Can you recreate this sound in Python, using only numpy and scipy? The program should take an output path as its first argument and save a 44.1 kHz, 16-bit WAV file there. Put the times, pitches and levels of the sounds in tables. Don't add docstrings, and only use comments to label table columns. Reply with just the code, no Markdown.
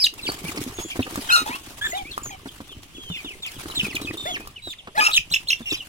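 import sys
import numpy as np
from scipy import signal
from scipy.fft import rfft, irfft, next_fast_len
from scipy.io import wavfile
from scipy.ndimage import uniform_filter1d

SR = 44100
rng = np.random.default_rng(int(sys.argv[2]) if len(sys.argv) > 2 else 0)


def to_wav(s):
    ch = np.atleast_2d(s).T
    pcm = np.round(np.clip(ch, -1, 1) * 32767)
    wavfile.write(sys.argv[1], SR, pcm.astype(np.int16))


N = 259308


def amp(db):
    return 10 ** (np.asarray(db) / 20)


def unit_rms(x):
    return x / np.sqrt(np.mean(x ** 2) + 1e-20)


def wander(count, hz):
    size = max(int(SR / hz), 1)
    noise = rng.standard_normal(count + 2 * size)
    return unit_rms(uniform_filter1d(uniform_filter1d(noise, size), size)[size:-size])


def place(mix, start_s, sound, left_lag_ms):
    size = next_fast_len(len(sound) + 64)
    lag_ms = np.array([[left_lag_ms], [-left_lag_ms]])
    margin_s, shade_db_per_ms = .001, -1.5
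    delay = np.exp(-2j * np.pi * np.fft.rfftfreq(size, 1 / SR) * (margin_s + lag_ms / 2000))
    pair = irfft(rfft(sound, size) * delay, size) * amp(shade_db_per_ms * lag_ms)
    part = mix[:, max(round((start_s - margin_s) * SR), 0):][:, :size]
    part += pair[:, :part.shape[1]]


def arch(t, times_s, values):
    step = np.diff(values) / np.diff(times_s)
    product = step[1:] * step[:-1]
    inner = np.where(product > 0, 2 * product / (step[1:] + step[:-1] + 1e-9), 0)
    slope = np.r_[step[0], inner, step[-1]]
    slope[[0, -1]] = 2 * slope[[0, -1]] - slope[[1, -2]]
    k = np.clip(np.searchsorted(times_s, t) - 1, 0, len(times_s) - 2)
    span = np.diff(times_s)[k]
    u = np.clip((t - times_s[k]) / span, 0, 1)
    bend = (slope[k] - step[k]) * (1 - u) - (slope[k + 1] - step[k]) * u
    return values[k] + span * u * (step[k] + (1 - u) * bend)


def bent_contour(start_s, length_s, bend_share, first_hz, bend_hz, last_hz, level_db, swell_db):
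    return [(start_s, first_hz, level_db - swell_db),
            (start_s + np.clip(bend_share, .05, .95) * length_s, bend_hz, level_db),
            (start_s + length_s, last_hz, level_db + swell_db)]


def glide(contour, partials_db, jitter, flutter_db, hiss_db, colour_db=np.zeros_like):
    times_s, pitch_hz, level_db = np.transpose(contour)
    t = np.arange(times_s[0], times_s[-1] + .0052, 1 / SR)
    hz = arch(t, times_s, pitch_hz)
    leap_db = -22 * uniform_filter1d(abs(np.gradient(hz)), 180) * SR / 1e6
    hz = hz * (1 + jitter * wander(len(t), hz=406))
    phase = 2 * np.pi * np.cumsum(hz) / SR
    sound = amp(hiss_db) * signal.lfilter([1, 0, -1], [1, -.4], rng.standard_normal(len(t)))
    for k, partial_db in enumerate(partials_db, 1):
        flutter = 1.67 * np.tanh(wander(len(t), hz=184))
        rasp = 1 + min(28 * jitter, .38) * wander(len(t), hz=1500)
        gain = amp(partial_db + colour_db(k * hz) + flutter_db * flutter)
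        sound += gain * rasp * np.sqrt(2) * np.sin(k * phase) * (k * hz < SR / 2)
    attack = (t - t[0]) / .006 + (times_s[0] <= 0)
    fade = np.clip(np.minimum(attack, (t[-1] - t) / .005), 0, 1)
    return sound * amp(np.interp(t, times_s, level_db) + leap_db) * fade


def throat_db(hz):
    offset_hz = hz - 2780
    return 3.5 * np.exp(-(offset_hz / 370) ** 2) - 1.5 * offset_hz / 1000


def chick_voice(contour):
    force = np.clip((np.max(contour, axis=0)[2] + 34) / 18, 0, 1)
    held_db = min(40 * (contour[-1][0] - contour[0][0]), 8)
    partials_db = [-3, -22 + 12 * force + held_db, -30 + 12 * force, -30 + 17 * force, -33 + 19 * force]
    return glide(contour, partials_db, jitter=.003 + .012 * force, flutter_db=2 + 2.5 * force,
                 hiss_db=-29 + 8 * force, colour_db=throat_db)


# start_s, length_s, bend_share, first_hz, bend_hz, last_hz, level_db, swell_db, left_lag_ms
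PEEPS = [(0.036, 0.036, 0.36, 4320, 3736, 2770, -16.5, -6, -0.0034),
         (5.763, 0.07, .45, 4000, 3830, 2790, -44, -10, 0.2),
         (0.225, 0.054, 0.64, 4130, 3410, 2270, -29.5, 3.5, 0.12),
         (0.263, 0.038, 0.4, 4180, 4720, 4460, -26, 5, 0.26),
         (0.45, 0.024, 0.24, 4120, 2270, 2390, -32, -1, -0.07),
         (0.571, 0.017, 0.6, 4440, 2120, 2310, -27, -14, 0.2),
         (0.777, 0.038, 0.68, 3550, 3290, 2710, -35.5, -5.5, 0.35),
         (0.826, 0.09, 0.13, 3350, 3380, 3180, -42.5, -1, 0.055),
         (1.945, 0.045, 0.88, 3810, 3510, 3150, -28.5, 1, 0.36),
         (2.687, 0.045, 0.62, 3580, 3380, 3010, -38.5, 2, -0.39),
         (2.942, 0.23, 0.73, 3385, 3020, 2060, -39, 1.5, -0.1),
         (3.097, 0.08, 0.7, 3550, 3540, 3080, -33.5, 0.5, 0.39),
         (3.544, 0.032, 0.2, 3060, 3380, 2870, -38.5, -6, 0.37),
         (3.696, 0.027, 0.34, 3500, 4060, 2970, -35, 2, 0.26),
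         (3.751, 0.061, 0.3, 4200, 3840, 2590, -23, 0.5, .13),
         (3.926, 0.042, 0.46, 4260, 4310, 2450, -35.5, 14.5, 0.25),
         (4.019, 0.043, 0.39, 3700, 4050, 3070, -34, 1.5, 0.33),
         (4.068, 0.044, .72, 2535, 2500, 1870, -30.5, -1.5, 0.1),
         (4.13, 0.029, 0.07, 3720, 4000, 2570, -32.5, -9, 0.33),
         (4.169, 0.2, 0.79, 3655, 3320, 1793, -29, 2, 0.21),
         (4.62, 0.097, 0.23, 3780, 3930, 3420, -33.5, 6, 0.57),
         (4.701, 0.038, 0.24, 3240, 3847, 1894, -27.5, -6, .44),
         (4.967, 0.038, 0.33, 3290, 4150, 2850, -26.5, 3, -0.27),
         (5.11, 0.036, 0.7, 3025, 4010, 2900, -20, 9.5, -0.223),
         (5.149, 0.031, 0.03, 3320, 3700, 2547, -12, -3.5, 0.1)]


def peeps():
    mix = np.zeros((2, N))
    for start_s, *shape, left_lag_ms in PEEPS:
        place(mix, start_s, chick_voice(bent_contour(start_s, *shape)), left_lag_ms)
    return mix


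# start_s, rise_s, drop_s, half_wobble_s, first_hz, top_hz, low_hz, rebound_hz,
# level_db, left_lag_ms
CRIES = [(0.897, 0.0029, 0.016, 0.0098, 3640, 3600, 2306, 3190, -24.5, -0.15),
         (1.015, 0.0028, 0.01, 0.01, 4430, 4440, 2566, 3610, -27, 0.28),
         (5.298, 0.027, 0.016, 0.012, 2383, 4010, 2590, 3575, -15.5, 0.33),
         (5.469, 0.021, 0.017, 0.013, 2430, 4166, 2687, 3184, -15.5, 0.321),
         (5.682, 0.026, 0.02, 0.013, 2076, 3895, 2490, 3350, -19, 0.17)]


def cries():
    mix = np.zeros((2, N))
    hang_share, turns_db = .57, np.array([-22, -4, -4, 0, -3.5, -7, -23.5])
    for start_s, rise_s, drop_s, half_wobble_s, *pitches_hz, level_db, left_lag_ms in CRIES:
        first_hz, top_hz, low_hz, rebound_hz = pitches_hz
        steps_s = [0, rise_s, hang_share * drop_s, (1 - hang_share) * drop_s] + 3 * [half_wobble_s]
        shoulder_hz = top_hz - .4 * (top_hz - low_hz)
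        turns_hz = [first_hz, top_hz, shoulder_hz, low_hz, rebound_hz, low_hz, rebound_hz]
        contour = np.c_[start_s + np.cumsum(steps_s), turns_hz, level_db + turns_db]
        place(mix, start_s, chick_voice(contour), left_lag_ms)
    return mix


# start_s, length_s, first_hz, last_hz, base_db, left_lag_ms
CHIRPS = [(1.971, 0.044, 2500, 2250, -46, -0.31), (0.0, 0.03, 2630, 2160, -49, 0.011),
          (3.475, 0.016, 5380, 4120, -39.5, 0.22), (3.511, 0.03, 3300, 2300, -52, 0.048),
          (4.782, 0.028, 3840, 2680, -47, 0.23), (4.394, 0.057, 2390, 2606, -54, 0.31),
          (5.564, .035, 3630, 3380, -52, 0.29), (5.621, 0.029, 3650, 3400, -50, 0.5),
          (5.802, 0.028, 2940, 2750, -44, 0.36), (0.188, 0.02, 2950, 2290, -43.5, 0.5),
          (0.481, 0.017, 3080, 2040, -39, -0.11), (1.502, 0.063, 2136, 2910, -41.5, -0.33),
          (1.917, 0.04, 2060, 1960, -41.5, -0.34), (2.046, 0.062, 2145, 2750, -48.5, -0.061),
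          (2.11, 0.03, 4420, 3290, -39.5, -0.63), (2.139, 0.013, 3550, 3200, -41.5, -0.066),
          (2.29, 0.0095, 2440, 1850, -42, -0.41), (2.478, 0.015, 4000, 3170, -40.5, 0.36),
          (2.96, 0.02, 3190, 2490, -48.5, 0.075), (3.143, 0.071, 2935, 2240, -41.5, -0.15),
          (3.241, 0.1, 3770, 2060, -44.5, 0.12), (3.254, 0.031, 3000, 2370, -51, 0.063),
          (3.421, 0.074, 3925, 2080, -38.5, -0.145), (3.445, 0.018, 2950, 1980, -43.5, -0.084),
          (3.841, 0.032, 2685, 2225, -37, 0), (3.875, 0.058, 3720, 1945, -41.5, 0.46),
          (3.9, 0.021, 5840, 4500, -43, .2), (4.558, 0.041, 3140, 2250, -48, -0.026),
          (5.657, 0.061, 2880, 2660, -36.5, 0.51), (5.778, 0.047, 3570, 2700, -43, 0.36)]


def chirps():
    mix = np.zeros((2, N))
    for start_s, length_s, first_hz, last_hz, base_db, left_lag_ms in CHIRPS:
        contour = [(start_s, first_hz, base_db + 11), (start_s + length_s, last_hz, base_db + 3.5)]
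        place(mix, start_s, chick_voice(contour), left_lag_ms)
    return mix


# start_s, length_s, bend_share, first_hz, bend_hz, last_hz, level_db,
# swell_db, left_lag_ms, second_partial_db, third_partial_db, fourth_partial_db, roughness
SQUEAKS = [(0.0, 0.057, 0.46, 5140, 5130, 4630, -21.5, 3, 0.084, -27, -30, -40, 0.11),
           (0.0, 0.029, 0.55, 5150, 4840, 4630, -24, 2.5, 0.0064, -25, -30, -40, 0.1),
           (1.288, 0.015, 0.78, 1603, 1594, 1400, -19.5, 6, -0.35, -5, -35, -27, 0.19),
           (1.303, 0.025, 0.35, 1327, 1266, 1377, -25.5, -4, -0.39, 9, 1, -11, 0),
           (1.318, 0.045, 0.48, 1382, 1424, 1322, -15, -0.5, -0.29, -7.5, -6, -12, 0),
           (1.357, 0.071, 0.42, 1283, 1278, 1256, -23.5, -7, -0.33, -9, -4.5, -19, 0.07),
           (1.35, 0.07, 0.53, 1417, 1411, 1415, -30.5, -8, -0.08, -0.5, -0.5, -18, 0.09),
           (1.457, 0.11, 0.34, 824, 924, 1153, -37, -5, -0.31, -5.5, -7.5, -10.5, 0.71),
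           (1.811, 0.06, 1, 1587, 1795, 1640, -26.5, 0, 0.12, -4.5, -35, -27, 0.17),
           (1.929, 0.099, 0.69, 656, 813, 730, -32.5, -6, -0.43, -23, -17, -14.5, 0.08),
           (2.302, 0.052, 0.35, 842, 793, 750, -42, -2.5, -0.34, -23, -5.5, -5.5, 0.35),
           (4.252, 0.064, 0.67, 534, 740, 677, -32.5, -3, -0.4, -13, -7, -15, 0.24),
           (4.947, 0.038, 0.45, 561, 677, 817, -35.5, 4.5, -0.38, -5, -3, -17, 0.56),
           (4.973, 0.029, 0.49, 775, 853.6, 863, -18.5, 4, -0.34, -1, -13.5, -16, 0.14),
           (5.004, 0.0704, 0.9, 1178, 1323, 1328, -23.5, 2.5, -0.301, 5.5, -12, -1, 0.51),
           (5.079, 0.037, 0.63, 1300, 1247, 1260, -30.5, 3.5, -0.32, -4, -13, -28, 0.65),
           (5.083, 0.031, 0.2, 855, 842, 740, -30, -27, -0.3, -10, -18, -27, 0.54),
           (0.741, 0.098, 0.91, 6670, 6620, 6730, -38.5, 9, 0, -37, -38, -40, 0.05),
           (0.838, 0.064, 0.45, 6800, 7130, 7060, -43, -6, 0, -30, -40, -40, 0.25),
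           (1.848, 0.075, 0.33, 7050, 7240, 6840, -39, 3.5, 0.37, -13, -40, -19, 0.58),
           (2.23, 0.081, 0.66, 7370, 6440, 6550, -38.5, -6, 0.11, -6.5, -40, -40, 0.24)]


def squeaks():
    mix = np.zeros((2, N))
    for start_s, *shape, left_lag_ms, second_db, third_db, fourth_db, roughness in SQUEAKS:
        upper_db = max(third_db, fourth_db) - 12 - 1.95 * np.arange(5)
        partials_db = [0, second_db, third_db, fourth_db, *upper_db]
        squeak = glide(bent_contour(start_s, *shape), partials_db, jitter=.0492 * roughness,
                       flutter_db=1.5 + 3 * roughness, hiss_db=-24 + 18 * roughness)
        place(mix, start_s, squeak, left_lag_ms)
    return mix


def ring(hz, width_hz, t):
    return np.exp(-np.pi * width_hz * t) * np.sin(2 * np.pi * hz * t)


# pitch_hz, width_hz, level_db
BOX_MODES = [(112, 50, -6.5), (297.5, 69, -2), (394, 65, -5), (1167, 120, -8)]
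# start_s, level_db, panel_hz, slap_db
KNOCKS = [(0.288, -19, 338, 2), (0.44, -22, 162, -13), (0.573, -20.5, 286, -3.5), (0.664, -20, 255, -22),
          (0.786, -21.5, 346, -1), (0.849, -23.5, 332, -29), (0.9562, -23.5, 328, -1),
          (0.992, -9, 267, -9.5), (1.0646, -23.5, 463, 5.5), (1.124, -26, 330, -20),
          (1.176, -16.5, 258, -6), (1.417, -22, 292, -9), (1.494, -23, 263, -2), (2.258, -34, 128, 8),
          (2.457, -24.5, 270, -6), (2.603, -25.5, 256, -1.5), (2.982, -29, 306, -18),
          (3.1, -21.5, 174, -10.5), (3.246, -26.5, 300, -4), (3.656, -29, 331, 1), (3.832, -17.5, 188, -25),
          (3.996, -37.5, 316, 9.5), (4.142, -24, 338, -13), (4.404, -39, 265, 10.5), (4.672, -28, 317, 1),
          (4.872, -29.5, 394, 5), (5.002, -29, 260, 0), (5.31, -30, 149, -4.5), (5.605, -26, 228, -4),
          (5.72, -17.5, 331, -7)]


def knocks():
    mix, t = np.zeros((2, N)), np.arange(3000) / SR
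    bounces_s = .00795 + .00737 * rng.random(len(KNOCKS))
    for (start_s, level_db, panel_hz, slap_db), bounce_s in zip(KNOCKS, bounces_s):
        box = sum(amp(db) * ring(hz, width_hz, t) for hz, width_hz, db in BOX_MODES[:-1])
        heave_db = 1.35 * (level_db + 9.5) - 6
        body = ring(panel_hz, .19 * panel_hz, t) + .18 * box + amp(heave_db) * ring(*BOX_MODES[0][:2], t)
        bounce = .57 * np.roll(body, int(bounce_s * SR))
        burst = rng.standard_normal(len(t)) * amp(-60 * t / .06)
        slap = signal.oaconvolve(burst, ring(BOX_MODES[-1][0], 1670, t[:200]))[:len(t)]
        knock = (body + bounce + amp(slap_db) * slap / abs(slap).max()) * np.minimum(t / .0015, 1)
        place(mix, start_s, amp(level_db) * knock, left_lag_ms=.21)
    return signal.lfilter(*signal.butter(1, 70, "high", fs=SR), mix)


# start_s, level_db, ring_db
SNAPS = [(0.138, -27.5, -5), (0.3188, -20, -1), (0.637, -20, -20), (1.104, -37, -17), (1.1572, -19.5, 4),
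         (1.825, -35, 2), (2.178, -22.5, 11), (3.4633, -20, -32), (3.517, -29, -26), (3.5908, -41, 9),
         (3.7, -36, 13.5), (3.952, -17.5, -30), (4.171, -27.5, -2), (4.473, -27.5, 3)]


def snaps():
    mix, t = np.zeros((2, N)), np.arange(1500) / SR
    for start_s, level_db, ring_db in SNAPS:
        burst = rng.standard_normal(len(t)) * amp(-60 * t / .022) * np.minimum(t / .002, 1)
        crack = signal.lfilter([.8, .5, -.6], [1, -.3], burst)
        snap = crack / abs(crack).max() + amp(ring_db) * ring(1203, 180, t)
        place(mix, start_s, amp(level_db) * snap, left_lag_ms=.3)
    return mix


def grains(per_s, spread_db):
    return amp(spread_db * np.minimum(rng.exponential(1, N), 4)) * (rng.random(N) < per_s / SR)


def diffuse_noise(spectrum, patchy_db, spacing_ms=.39):
    frames, hz = N // 128 + 5, np.fft.rfftfreq(512, 1 / SR)
    left_re, left_im, apart_re, apart_im, patches = rng.standard_normal((frames, 257, 5)).T
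    patches = unit_rms(uniform_filter1d(uniform_filter1d(patches, 6, 0), 10, 1))
    coherence = .93 * np.sinc(2 * hz * spacing_ms / 1000)[:, None]
    left = left_re + 1j * left_im
    right = coherence * left + np.sqrt(1 - coherence ** 2) * (apart_re + 1j * apart_im)
    points_hz, points_db = np.transpose(spectrum)
    gain = amp(np.interp(np.log(hz + 1), np.log(points_hz), points_db)[:, None] + patchy_db * patches)
    return signal.istft(np.array([left, right]) * gain, nperseg=512, noverlap=384)[1][:, :N]


# time_s, feet_db, rustle_db
HANDLING = [(0.0, -65, -61), (0.18, -49, -45.5), (0.508, -33.5, -35), (0.87, -48, -42), (1.11, -42, -37),
            (1.33, -43, -32), (1.54, -47.5, -43), (1.91, -48, -45), (2.88, -53.5, -53), (3.1, -51.5, -47.5),
            (3.42, -52, -47), (3.78, -40, -38), (4.08, -38.5, -40.5), (4.27, -43, -47), (4.45, -43, -45.5),
            (4.72, -82, -87), (5.25, -60.5, -53), (5.88, -52.5, -48)]
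# frequency_hz, density_db
RUSTLE_SPECTRUM = [(200, -28), (700, 6), (1500, 3.5), (3000, 5), (6000, 0.5), (10000, 0), (13000, -4.5),
                   (16000, -5)]


def scrabble_and_rustle():
    times_s, feet_db, rustle_db = np.transpose(HANDLING)
    t, grain_t = np.arange(N) / SR, np.arange(2500) / SR
    feet = np.zeros(N)
    for hz, width_hz, db in BOX_MODES:
        taps = grains(per_s=130, spread_db=6) * rng.choice([-1, 1], N)
        feet += amp(db) * signal.oaconvolve(taps, ring(hz, width_hz, grain_t))[:N]
    feet = unit_rms(np.array([np.roll(feet, 8), feet]))
    scuff = amp(-60 * grain_t / .055) * np.minimum(grain_t / .012, 1)
    scuffs = unit_rms(signal.oaconvolve(grains(per_s=90, spread_db=4), scuff)[:N])
    fibre_crunch = unit_rms(signal.oaconvolve(grains(per_s=350, spread_db=4), np.hanning(350))[:N])
    rustle = unit_rms(diffuse_noise(RUSTLE_SPECTRUM, patchy_db=-2.5) * (.7 + scuffs) * (2.2 + fibre_crunch))
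    return amp(np.interp(t, times_s, feet_db)) * feet + amp(np.interp(t, times_s, rustle_db)) * rustle


def echoes(sound, rt60_s=.16):
    t = np.arange(int(.25 * SR)) / SR
    taps = rng.choice([-1., 1.], (2, len(t))) * (rng.random((2, len(t))) < .05)
    taps *= amp(-60 * t / rt60_s) * (t > .003)
    return signal.oaconvolve(sound, taps / np.linalg.norm(taps[0]), axes=1)[:, :N]


# frequency_hz, density_db
AIR_SPECTRUM = [(29, 5.5), (50, 3), (306, -15.5), (1660, -22), (2880, -11), (4560, -24), (9870, -26.5),
                (14500, -41), (16000, -48)]


def outdoor_air():
    return amp(-48) * unit_rms(diffuse_noise(AIR_SPECTRUM, patchy_db=3))


def wind():
    return np.array([amp(db) * wander(N, hz=58.6) * amp(2.9 * wander(N, hz=1.9)) for db in (-66, -60)])


def scene():
    near = chirps() + peeps() + cries() + squeaks() + snaps()
    background = outdoor_air() + wind()
    return near + amp(-10) * echoes(near) + knocks() + scrabble_and_rustle() + background


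def record(dry):
    lowpass = signal.firwin(511, 16200, window=("kaiser", 9), fs=SR)
    return signal.oaconvolve(dry, lowpass[None], "same", axes=1)


dry = scene()
out = record(dry)
to_wav(out)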